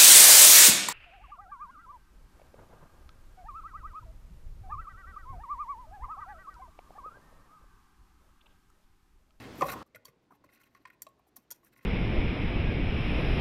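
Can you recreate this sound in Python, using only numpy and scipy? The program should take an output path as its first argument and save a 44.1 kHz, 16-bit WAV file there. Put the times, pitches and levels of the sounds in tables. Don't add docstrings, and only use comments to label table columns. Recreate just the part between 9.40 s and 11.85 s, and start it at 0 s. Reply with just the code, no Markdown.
import sys
import numpy as np
from scipy import signal
from scipy.fft import rfft, irfft, next_fast_len
from scipy.io import wavfile
from scipy.ndimage import uniform_filter1d, map_coordinates

SR = 44100
rng = np.random.default_rng(int(sys.argv[2]) if len(sys.argv) > 2 else 0)


def materialize(psi):
    bounded = np.clip(np.atleast_2d(psi).T, -1, 1)
    quanta = np.round(bounded * 32767).astype(np.int16)
    wavfile.write(sys.argv[1], SR, quanta)


def magnitude_from_level(level_db):
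    exponent = np.asarray(level_db, float) / 20
    return 10 ** exponent


N = 108045
BLOW_N = SR // 8

# (frequency [Hz], level [dB], t60 [s])
WALL_MODES = [(1440, 4, .07), (1600, -2, .03), (1839, 1.5, 0.058), (2030, 5, 0.033), (2147, 3, 0.021),
              (2483, 2.5, 0.047), (2653, -0.5, .028), (3200, -6.5, 0.097), (3990, -6, 0.015)]
# (frequency [Hz], level [dB], t60 [s])
WIRE_MODES = [(3295, -13, 0.01), (4484, -7, 0.059), (4820, -12, .025), (5716, -0.5, 0.015),
              (6340, -5, 0.026), (6807, -4.5, 0.033), (7580, -4.5, 0.019), (8477, -1.5, .03),
              (9170, -4.5, 0.0063), (10880, -4, 0.011), (11490, 0.5, .03), (13000, 4, 0.0086),
              (12700, -9.5, 0.045), (13500, -3.5, .02)]

WIRE_WIDEN = 2.8
ATTACK_S = 0.00081
FADER_S, FADER_DB, FADER_MOVE_S = 0.4311, 25, 0.00304


def unit(x):
    return x / np.sqrt(np.mean(x ** 2) + 1e-20)


def along(points, hz):
    f, v = np.transpose(points)
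    return np.interp(np.log(hz + 1), np.log(f + 1), v)


def wobble(rate_hz):
    knots = rng.standard_normal(int(N * rate_hz / SR) + 4)
    return map_coordinates(knots, [np.arange(N) * rate_hz / SR])


def filtered(x, response, size=N):
    m = next_fast_len(size + SR // 8)
    spectrum = rfft(x, m) * response(np.fft.rfftfreq(m, 1 / SR))
    return irfft(spectrum, m)[..., :size]


def patchy(x, depth_db, size):
    z = signal.stft(x, nperseg=256)[2]
    field = uniform_filter1d(rng.standard_normal(z.shape), size[0], 0)
    field = uniform_filter1d(field, size[1], 1)
    return signal.istft(z * magnitude_from_level(depth_db * unit(field)), nperseg=256)[1][:N]


def fader_db(s):
    return FADER_DB * np.clip((FADER_S - s) / FADER_MOVE_S + .5, 0, 1)


def ring(modes, shade_db, life, scatter_db, attack_s=ATTACK_S):
    press_s, detune = 0.0058, .008
    hz, db, t60 = np.transpose(modes)[..., None]
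    t = np.arange(BLOW_N) / SR
    chance = rng.standard_normal((2, len(modes), 1))
    level_db = db + shade_db(hz) + scatter_db * chance[0]
    decay_db = -60 * np.maximum(t - press_s * life, 0) / (t60 * life)
    tones = np.sin(2 * np.pi * hz * (1 + detune * chance[1]) * t)
    waves = magnitude_from_level(level_db + decay_db) * tones
    return waves.sum(0) / np.linalg.norm(magnitude_from_level(level_db)) * (1 - np.exp(-t / attack_s))


def burst(t60_s, hold_s=0):
    t = np.arange(BLOW_N) / SR
    decay = magnitude_from_level(-60 * np.maximum(t - hold_s, 0) / t60_s)
    return decay * (1 - np.exp(-4 * t / ATTACK_S)) * rng.standard_normal(BLOW_N)


def resonances(modes, widen):
    def response(f):
        total = 0
        for k, (hz, db, t60) in enumerate(modes):
            width_hz = widen * np.log(1000) / (np.pi * t60)
            damping = 1j * f * width_hz
            total = total + (-1) ** k * magnitude_from_level(db) * damping / (hz * hz - f * f + damping)
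        return total
    return response


def air():
    # (frequency [Hz], level [dB per Hz])
    air_spectrum = [(25, 1), (60, -9), (130, -6.5), (300, -1.5), (480, -8), (1100, -15), (4500, -24.5),
                    (16000, -43)]
    # (frequency [Hz], level [dB rms])
    hum_tones = [(60, -83), (123, -83)]
    noise = patchy(rng.standard_normal(N), .7, size=(3, 20))
    hiss = unit(filtered(noise, lambda hz: magnitude_from_level(along(air_spectrum, hz))))
    drone = 0
    for hz, db in hum_tones:
        level = magnitude_from_level(db + 2.5 + 2.4 * wobble(15))
        phase = 2 * np.pi * hz * np.arange(N) / SR + 1.2 * wobble(23)
        drone = drone + level * np.sin(phase)
    return magnitude_from_level(-70) * hiss + drone


def room(x):
    # (frequency [Hz], t60 [s])
    room_t60 = [(150, 1), (1000, 0.56), (4000, 0.097), (12000, 0.28)]
    # (frequency [Hz], level [dB])
    room_send = [(120, -23.5), (500, -9), (800, -9.5), (1100, -18.5), (1500, -18.5), (4000, -10),
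                 (12000, -27)]
    hz, t, z = signal.stft(rng.standard_normal(SR * 3 // 4), SR, nperseg=256)
    decay = magnitude_from_level(-60 * t / along(room_t60, hz)[:, None])
    tail = signal.istft(z * decay, SR, nperseg=256)[1]
    sent = filtered(x, lambda f: magnitude_from_level(along(room_send, f)))
    delayed = np.pad(sent, (300, 0))
    return signal.fftconvolve(delayed, tail / np.linalg.norm(tail))[:N]


def nudges():
    # (start [s], length [s], centre [Hz], level [dB])
    nudge_events = [(.217, 0.017, 339, -33.5), (0.223, 0.026, 156, -38), (0.242, 0.051, 587, -40),
                    (.282, 0.022, 1140, -37.5), (.32, 0.033, 1040, -37.5), (0.356, 0.044, 1065, -43),
                    (0.402, 0.042, 1080, -45), (0.551, 0.018, 109.2, -61), (.68, .025, 130, -63.5),
                    (0.905, 0.0095, 913, -58.5), (0.916, 0.027, 1124, -59), (0.913, 0.027, 300, -61),
                    (0.938, 0.04, 805, -69.5), (1.045, 0.029, 119, -66.5), (1.155, .014, 2560, -66),
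                    (1.212, 0.016, 1487, -66), (1.233, 0.011, 2600, -63.5), (1.665, 0.017, 700, -58),
                    (1.79, 0.016, 800, -67), (1.965, .015, 760, -63), (1.975, 0.018, 260, -63),
                    (2.108, 0.015, 583, -60), (2.264, 0.023, 1600, -68.5)]
    relative_width, rise = .3, .5
    out, size = np.zeros(N + SR), SR // 16
    t = np.arange(size) / SR
    for s, length, hz, db in nudge_events:
        def band(f):
            damping = 1j * f * hz * relative_width
            return (damping / (hz * hz - f * f + damping)) ** 2
        swell = np.sin(np.pi * np.clip(t / length, 0, 1) ** rise)
        rub = filtered(swell * rng.standard_normal(size), band, size)
        rub *= np.linalg.norm(swell) / np.linalg.norm(rub)
        out[round(s * SR):][:size] += magnitude_from_level(db - fader_db(s)) * rub
    return out[:N]


def grit():
    hits = (rng.random(N) < .3) * rng.standard_normal(N)
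    uneven_db = 1.7 * rng.exponential(size=N) + 2.2 * wobble(160)
    return patchy(hits * magnitude_from_level(uneven_db), 2.4, size=(5, 5))


def scrapes():
    # (start [s], length [s], wall level [dB], wire hiss level [dB])
    strokes = [(-.12, 0.25, -50.5, -65), (0.109, 0.32, -79, -51), (0.239, 0.098, -44, -55.5),
               (0.281, 0.039, -36.5, -49), (0.305, 0.046, -41.5, -42.5), (1.388, 0.061, -76.5, -81),
               (0.458, 0.029, -98, -74), (0.654, 0.026, -62.5, -58), (0.665, 0.051, -71, -66.5),
               (2.404, 0.037, -69, -77.5), (2.421, 0.038, -67, -69.5), (0.802, .07, -84.5, -87),
               (2.012, 0.04, -90, -75), (0.899, 0.041, -83, -74.5), (0.923, 0.056, -75.5, -72.5),
               (1.05, 0.023, -74.5, -73), (1.08, 0.043, -69, -75.5), (1.104, 0.083, -66, -66.5),
               (1.151, 0.054, -69.5, -87), (1.188, 0.05, -64.5, -66), (1.23, 0.021, -67.5, -66.5),
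               (1.241, 0.053, -66, -71.5), (1.27, 0.15, -80.5, -81.5), (1.354, 0.034, -63.5, -76.5),
               (1.466, 0.027, -59, -67), (1.516, 0.041, -66.5, -73.5), (1.607, 0.2, -100, -102),
               (1.774, 0.039, -92, -81.5), (1.862, 0.043, -94, -71), (1.956, 0.073, -80, -73.5),
               (2.112, 0.082, -72.5, -68.5), (2.221, 0.088, -72.5, -66.5), (2.315, 0.037, -65, -68.5),
               (2.348, 0.062, -67, -67.5)]
    # (frequency [Hz], level [dB], t60 [s])
    singing_mode = [(1082, 6, .3)]
    t = np.arange(N) / SR
    wall_level, wire_level = np.zeros((2, N))
    for s, length, wall_db, wire_db in strokes:
        swell = np.sin(np.pi * np.clip((t - s) / length, 0, 1) ** 0.88) ** 2.3
        swell = swell * magnitude_from_level(-fader_db(s))
        wall_level += magnitude_from_level(wall_db) * swell
        wire_level += magnitude_from_level(wire_db) * swell
    wall_response = resonances([*singing_mode, *WALL_MODES], 2.5)
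    wire_response = resonances(WIRE_MODES, WIRE_WIDEN)
    out = 0
    for level, response in (wall_level, wall_response), (wire_level, wire_response):
        grains = grit()
        out = out + filtered(level * grains, response) / np.std(filtered(grains, response))
    return out


def clashes():
    # (time [s], peak level [dB], brightness [dB per octave])
    clash_events = [(0.2085, -29, -5), (0.219, -25.5, -23.5), (.548, -39, -15), (.553, -60, -20),
                    (0.558, -39, 3), (0.564, -55.5, 10.5), (.574, -67, 8), (0.649, -44.5, -6),
                    (0.653, -29, -3.5), (0.681, -46.5, -7), (1.039, -57, -4), (1.044, -49.5, -4),
                    (1.153, -58.5, 5), (1.1605, -58, -2), (1.176, -60, -12), (1.218, -54, 3),
                    (1.234, -56, 5), (1.24, -71, -5), (1.348, -48, -14), (1.454, -44, -21.5),
                    (1.501, -52.5, 4), (1.6193, -21.5, 3), (1.628, -36.5, 2), (1.632, -64, 3.5),
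                    (1.666, -42, -16), (1.687, -52, 1.5), (1.959, -47.5, -10.5), (1.962, -38.5, 4),
                    (1.965, -31.5, 11), (1.968, -35, -11), (2.105, -28.5, -0.5), (2.111, -20.5, 0),
                    (2.1184, -24, -3), (2.122, -34, -3), (2.126, -39, -8), (2.246, -49, 8),
                    (2.268, -56.5, 2.5), (2.333, -60.5, 9), (2.382, -69, 6), (2.39, -64.5, -3),
                    (2.397, -65.5, 3), (2.41, -62.5, -1)]
    wire_db, chatter_gain = -13, 1.7
    chatter_t60_s, chatter_hold_s = 0.033, 0.00044
    out = np.zeros(N + SR)
    damped_wires = resonances(WIRE_MODES, WIRE_WIDEN)
    for s, db, tilt_db in clash_events:
        def shade(hz):
            return tilt_db * np.log2((hz + 1500) / 9000)
        puff = burst(chatter_t60_s, chatter_hold_s)
        chatter = filtered(puff, lambda f: damped_wires(f) * magnitude_from_level(shade(f)), BLOW_N)
        ringing = ring(WIRE_MODES, shade, life=.5, scatter_db=8)
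        level = magnitude_from_level(db + wire_db - fader_db(s))
        out[round(s * SR):][:BLOW_N] += level * (chatter_gain * chatter + ringing)
    return out[:N]


def favour(hz, loss_db):
    return lambda f: -np.minimum(loss_db * abs(np.log2(f / hz)), 21)


def knocks():
    # (time [s], favoured body [Hz], body level [dB], favoured wall [Hz], wall level [dB])
    knock_events = [(0.2098, 1185, -18.5, 2100, -43), (.210, 600, -35, 2500, -60),
                    (.2185, 540, -22, 2375, -34), (0.2212, 1049, -15.5, 1820, -33.5),
                    (.224, 757, -24, 2400, -54), (0.228, 1154, -23.5, 1817, -39.5),
                    (.241, 1072, -24.5, 2450, -49), (0.26, 1100, -31.5, 2450, -61),
                    (0.462, 1158, -61.5, 2015, -89.5), (.5465, 571, -47.5, 2070, -50.5),
                    (.551, 574, -46, 4050, -61), (0.5571, 1127, -58.5, 2026, -48.5),
                    (.564, 290.6, -59.5, 1440, -53), (0.652, 1058, -50, 1814, -65.5),
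                    (.6815, 468, -51, 2167, -58.5), (.683, 1146, -54.5, 2170, -74),
                    (.908, 990, -53, 1460, -66.5), (.92, 698, -57, 1510, -69.5),
                    (0.932, 206.6, -56, 1500, -78), (1.039, 1057, -52, 2002, -71),
                    (1.041, 585, -57.5, 1500, -62.5), (1.047, 300, -56, 1930, -66),
                    (1.09, 1080, -64.5, 2047, -61), (1.349, 1107, -51.5, 1960, -54.5),
                    (1.399, 307, -57, 2000, -82), (1.4529, 1026, -42, 1903, -43.5),
                    (1.501, 1060, -72, 1890, -50), (1.619, 993, -56.5, 1870, -55),
                    (1.6663, 1100, -44, 2666, -57), (1.666, 619, -49.5, 3900, -61),
                    (1.793, 1113, -64.5, 2580, -79.5), (1.867, 789, -60.5, 2000, -84.5),
                    (1.964, 1104, -55.5, 1747, -59), (2.104, 1153, -68.5, 1730, -54.5),
                    (2.113, 946, -51.5, 1440, -57.5), (2.119, 880, -60.5, 3340, -61.5),
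                    (2.231, 1090, -61, 1993, -70.5), (2.363, 1070, -64.5, 1946, -58),
                    (2.391, 1070, -69, 2000, -57.5), (2.409, 1055, -77, 2000, -61)]
    # (frequency [Hz], level [dB], t60 [s])
    body_modes = [(115, -9, .06), (185, -6, .05), (295, -7, .04), (430, -3, .035), (528, -1, .04),
                  (580, -2, .04), (670, -5, .03), (755, -2, .035), (945, -7, .025), (1025, -5, .025),
                  (1045, -13, .22), (1100, -5, .025), (1095, -16, .19), (1160, -11, .12)]
    body_gain_db, wall_gain_db, scatter_db = -1, 4, 2.5
    spot_db, spot_t60_s = 3, 0.028
    crack_gain, crack_t60_s = 0.85, 0.017
    low_hz = 95
    tone, crack = np.zeros((2, N + SR))
    for s, body_hz, body_db, wall_hz, wall_db in knock_events:
        at = round(s * SR)
        body_level = magnitude_from_level(body_db + body_gain_db - fader_db(s))
        wall_level = magnitude_from_level(wall_db + wall_gain_db - fader_db(s))
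        struck_body = [*body_modes, (body_hz, spot_db, spot_t60_s)]
        struck_wall = [*WALL_MODES, (wall_hz, spot_db, spot_t60_s)]
        body = ring(struck_body, favour(body_hz, 60), 0.99, scatter_db, attack_s=0.0026)
        wall = ring(struck_wall, favour(wall_hz, 18), .6, scatter_db)
        tone[at:][:BLOW_N] += body_level * body + wall_level * wall
        crack[at:][:BLOW_N] += wall_level * crack_gain * burst(crack_t60_s)
    radiated = filtered(tone[:N], lambda f: (1j * f / (low_hz + 1j * f)) ** 2)
    return radiated + filtered(crack[:N], resonances(WALL_MODES, WIRE_WIDEN))


def scene():
    whisk = knocks() + clashes() + scrapes()
    return (whisk + room(whisk) + air() + nudges())[None]


def low_pass(x):
    return signal.sosfilt(signal.butter(12, 16430, fs=SR, output="sos"), x)


def record(dry):
    # (frequency [Hz], level [dB])
    mic_response = [(20, -14), (80, 0), (14500, -4), (15800, -7.5), (16300, -29)]
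    heard = filtered(dry, lambda hz: magnitude_from_level(along(mic_response, hz)))
    mix = heard * magnitude_from_level(fader_db(np.arange(N) / SR))
    return low_pass(mix)


dry = scene()
out = record(dry)
materialize(out)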